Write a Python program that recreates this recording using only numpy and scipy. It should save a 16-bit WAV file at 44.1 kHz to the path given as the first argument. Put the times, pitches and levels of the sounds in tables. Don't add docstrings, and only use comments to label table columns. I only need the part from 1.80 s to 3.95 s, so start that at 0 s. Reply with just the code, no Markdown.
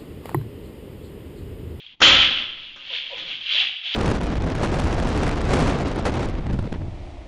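import sys
import numpy as np
from scipy import signal
from scipy.fft import rfft, irfft, next_fast_len
from scipy.io import wavfile
from scipy.ndimage import uniform_filter1d

SR = 44100
rng = np.random.default_rng(int(sys.argv[2]) if len(sys.argv) > 2 else 0)


def generate_wav(sig):
    pcm = np.round(np.clip(np.atleast_2d(sig).T, -1, 1) * 32767).astype(np.int16)
    wavfile.write(sys.argv[1], SR, pcm)


N = 94815
TOP_HZ = 7280

# start in seconds, crack level in dB, thud level in dB.
ONSETS = [(0.203, -11, -24.5), (.216, 4, -17.5), (.236, -1, -14.5), (0.261, -5, -15), (0.293, -8, -27.5),
          (0.323, -13.5, -13.5), (.365, -32, -22.5), (0.461, -30, -28.5), (0.576, -30, -34),
          (.96, -32.5, -81), (1.259, -40, -75.5), (1.372, -28.5, -59.5), (1.479, -32.5, -59.5),
          (1.73, -29, -60), (2.14, -29, -72)]


def amp(db):
    return 10 ** (np.asarray(db) / 20)


def unit(x):
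    return x / np.sqrt(np.mean(x ** 2) + 1e-20)


def along(points, hz):
    f, v = np.transpose(points)
    return np.interp(np.log(hz + 1), np.log(f + 1), v)


def colour(x, points):
    size = 8192
    cepstrum = irfft(np.log(amp(along(points, np.fft.rfftfreq(size, 1 / SR)))))
    cepstrum[1:size // 2] *= 2
    cepstrum[size // 2 + 1:] = 0
    impulse = irfft(np.exp(rfft(cepstrum)))
    return signal.fftconvolve(x, impulse)[:len(x)]


def noise(points):
    return unit(colour(rng.standard_normal(N), points))


def add(track, s, sound):
    i = max(0, round(s * SR))
    part = sound[:max(0, N - i)]
    track[i:i + len(part)] += part


def hush():
    # frequency in Hz, level in dB.
    hush_spectrum = [(20, 10.5), (50, 15), (120, -2.5), (300, 3.5), (1000, -0.5), (3000, -44),
                     (7300, -24.5)]
    return amp(-70) * noise(hush_spectrum)


def pings(per_s, centre_hz, spread, cycles, size, count):
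    size_spread_db = 3.5
    start, pitch, strength, life = rng.random(count), *rng.standard_normal((3, count))
    falling = np.arange(count) < per_s * N / SR
    t = np.arange(size) / SR
    hz = np.clip(centre_hz * np.exp(spread * pitch), 150, TOP_HZ)[:, None]
    life_cycles = cycles * np.exp(life / 2)[:, None]
    fade = amp(-60 * hz * t / life_cycles) * (1 - t / t[-1])
    gain = falling * amp(size_spread_db * np.minimum(strength, 2))
    tones = gain[:, None] * np.sin(2 * np.pi * hz * t) * fade
    at = (start * N).astype(int)[:, None] + np.arange(size)
    return unit(np.bincount(at.ravel(), tones.ravel(), minlength=N)[:N])


def shower():
    # time in seconds, level in dB.
    flow_points = [(0, -37), (.135, -45.5), (.155, -66.5), (.205, -56), (.225, 7), (.33, -9), (.455, -9.5),
                   (.5, -26.5), (.6, -21.5), (.69, -42.5), (.85, -33.5), (0.949, -40), (1.041, -33.5),
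                   (1.098, -28), (1.161, -20), (1.23, -31), (1.33, -29.5), (1.399, -25.5), (1.45, -30),
                   (1.505, -24), (1.6, -31.5), (1.65, -26.5), (1.73, -14.5), (1.82, -14.5), (1.899, -29),
                   (2.0, -58), (2.039, -28), (2.07, -21.5), (2.111, -25.5), (2.15, -14.5)]
    # frequency in Hz, level in dB.
    glass_spectrum = [(40, -48.5), (200, -26), (450, -25.5), (750, -14.5), (1500, 0), (2500, 6),
                      (4000, 4.5), (5500, -7.5), (7300, -13)]
    grit_db, chunk_db = -7, -16.5
    shards = pings(per_s=2700, centre_hz=3200, spread=0.2917, cycles=16, size=500, count=6000)
    shards = unit(colour(shards, glass_spectrum))
    chunks = pings(per_s=340, centre_hz=1296, spread=.4, cycles=27, size=2000, count=800)
    grit = noise(glass_spectrum)
    flow = amp(np.interp(np.arange(N) / SR, *np.transpose(flow_points)))
    return flow * unit(shards + amp(grit_db) * grit + amp(chunk_db) * chunks)


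def rumble():
    # time in seconds, level in dB.
    rumble_points = [(0, -62), (.2, -45), (.24, -40), (.6, -37), (.8, -43.5), (1.0, -48), (1.33, -49.5),
                     (1.43, -35), (1.6, -44.5), (1.69, -50.5), (1.8, -48.5), (1.92, -47), (2.02, -88.5),
                     (2.15, -69.5)]
    # frequency in Hz, level in dB.
    leaf_spectrum = [(20, -2), (45, -9.5), (90, -3.5), (140, -7.5), (300, -5.5), (450, -12), (1000, -14.5),
                     (2500, -36.5)]
    level_db = np.interp(np.arange(N) / SR, *np.transpose(rumble_points))
    return amp(level_db) * noise(leaf_spectrum)


def clinks():
    # landing time in seconds, peak level in dB before the room.
    landings = [(.064, -28), (.525, -8.5), (.545, -15), (1.1356, -17), (1.1722, -14), (1.2646, -14.5),
                (1.2908, -21.5), (1.3804, -34), (1.613, -25), (1.6671, -20.5), (1.6915, -26), (1.7125, -10),
                (1.78, -9), (1.801, -3), (1.822, -13.5), (1.87, -8.5), (1.893, -13), (1.911, -29),
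                (1.9644, -18), (2.0615, -22), (2.081, -18), (2.093, -16), (2.1242, -44)]
    centre_hz, spread, t60_s, attack_s = 3134, 0.092, 0.016, 0.0013
    out, t = np.zeros(N), np.arange(SR // 10) / SR
    envelope = amp(-60 * t / t60_s) * (1 - np.exp(-t / attack_s))
    for s, db in landings:
        hz = centre_hz * np.exp(spread * rng.standard_normal(size=(4, 1)))
        modes = np.sin(2 * np.pi * (hz * t + rng.random(hz.shape)))
        ring = modes.sum(axis=0) * envelope
        add(out, s, amp(db) * ring / np.abs(ring).max())
    return out


def waver():
    return unit(uniform_filter1d(rng.standard_normal(N), size=200))


def frame_ring(t):
    # frequency in Hz, level in dB, 60 dB decay time in seconds.
    frame_modes = [(267, -3, 0.14), (317.4, -2, 0.17), (537.5, 2, 0.11), (556.8, -3.5, 0.2),
                   (759, -4, 0.16), (1025, -1, .18), (1286, -5.5, 0.33), (1395, -7, 0.1)]
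    rattle_hz = 35
    ring = np.zeros(len(t))
    for hz, db, t60 in frame_modes:
        cycles = np.cumsum(hz + rattle_hz * waver()[:len(t)]) / SR
        ring += amp(db - 60 * t / t60) * np.sin(2 * np.pi * (cycles + rng.random()))
    return ring


def door():
    # frequency in Hz, level in dB.
    crack_spectrum = [(60, -16), (250, -12.5), (430, -19.5), (700, 6.5), (1400, 20.5), (2500, 3),
                      (4000, -3), (5500, 7), (7300, -2)]
    # frequency in Hz, level in dB.
    thud_spectrum = [(20, -16.5), (45, -2), (90, 0), (135, -3), (250, 1), (420, -14), (800, -17),
                     (2500, -50.5)]
    crack_t60_s, thud_t60_s, attack_s, frame_db = 0.13, 0.35, 0.0016, -6
    out, t = np.zeros(N), np.arange(SR // 2) / SR
    attack = 1 - np.exp(-t / attack_s)
    for s, crack_db, thud_db in ONSETS:
        crack = noise(crack_spectrum)[:len(t)] * amp(-60 * t / crack_t60_s)
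        crack = crack + amp(frame_db) * frame_ring(t)
        thud = noise(thud_spectrum)[:len(t)] * amp(-60 * t / thud_t60_s)
        add(out, s, (amp(crack_db) * crack + amp(thud_db) * thud) * attack)
    return out


def deep_boom():
    # frequency in Hz, level in dB.
    sway_spectrum = [(15, 11), (45, -9.5), (70, -21.5), (120, -31.5), (400, -64)]
    start_db, t60_s = -31, 2.9
    age = np.arange(N) / SR - ONSETS[0][0]
    return (age > 0) * amp(start_db - 60 * age / t60_s) * noise(sway_spectrum)


def squeaks():
    # start in seconds, length in seconds, level in dB, start of the lower tone in Hz,
    # upper tone at mid-length in Hz.
    squeak_rows = [(1.092, 0.067, -29.5, 599, 990), (1.294, .078, -25.5, 802.6, 990)]
    # frequency in Hz, level in dB.
    scrape_spectrum = [(200, -30.5), (400, -17), (520, 5), (720, -6), (1000, -12), (1400, -22.5),
                       (3000, -42.5)]
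    rest_hz, settle_s, rise_hz_per_s = 498.8, .021, 1130
    upper_db, scrape_db = -3, -4.5
    roughness = 0.065
    out = np.zeros(N)
    for s, length, db, start_hz, upper_hz in squeak_rows:
        t = np.arange(int(length * SR)) / SR
        lower = rest_hz + (start_hz - rest_hz) * np.exp(-t / settle_s)
        upper = upper_hz + rise_hz_per_s * (t - length / 2)
        drift = unit(uniform_filter1d(rng.standard_normal((2, N)), size=120))[:, :len(t)]
        hz = np.array([lower, upper]) + roughness * rest_hz * drift
        low, high = np.sin(2 * np.pi * np.cumsum(hz, axis=1) / SR)
        scrape = noise(scrape_spectrum)[:len(t)]
        swell = np.sin(np.pi * t / length)
        add(out, s, amp(db) * swell * (low + amp(upper_db) * high + amp(scrape_db) * scrape))
    return out


def showroom(x, wet_db):
    # frequency in Hz, 60 dB decay time in seconds.
    room_decay = [(100, 0.57), (1000, 0.8), (3000, 0.92), (7000, 0.57)]
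    hz, t, z = signal.stft(rng.standard_normal(SR), SR, nperseg=256)
    decay = amp(-60 * t / along(room_decay, hz)[:, None])
    in_band = (hz < TOP_HZ)[:, None]
    tail = signal.istft(z * decay * in_band, SR, nperseg=256)[1]
    tail *= np.sqrt(2 * TOP_HZ / SR) / np.linalg.norm(tail)
    return x + amp(wet_db) * signal.fftconvolve(x, tail)[:N]


def level_dip():
    start_s, end_s, depth_db = .153, .195, -10.0
    t = np.arange(N) / SR
    dip_db = np.where((t > start_s) & (t < end_s), depth_db, 0)
    return amp(uniform_filter1d(dip_db, size=400))


def scene():
    glass = showroom(shower() + clinks(), wet_db=-5.5)
    cracking = showroom(door(), wet_db=-0.5)
    squeaking = showroom(squeaks(), wet_db=-5.5)
    mix = hush() + glass + rumble() + cracking + deep_boom() + squeaking
    return (mix * level_dip())[None]


def record(dry):
    # frequency in Hz, gain in dB.
    mic_response = [(30, -11.5), (1000, -15.5), (2000, -12), (2600, -8.5), (2930, -4.5), (3200, -1),
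                    (3400, -2), (3650, -8), (4000, -11), (5000, -11.5), (7300, -16.5)]
    overload, knee = .42, 12
    x = colour(dry[0], mic_response)
    x = x / (1 + np.abs(x / overload) ** knee) ** (1 / knee)
    size = next_fast_len(N + SR // 2)
    lowpass = 1 / np.sqrt(1 + (np.fft.rfftfreq(size, 1 / SR) / TOP_HZ) ** 260)
    return irfft(rfft(x, size) * lowpass, size)[None, :N]


dry = scene()
out = record(dry)
generate_wav(out)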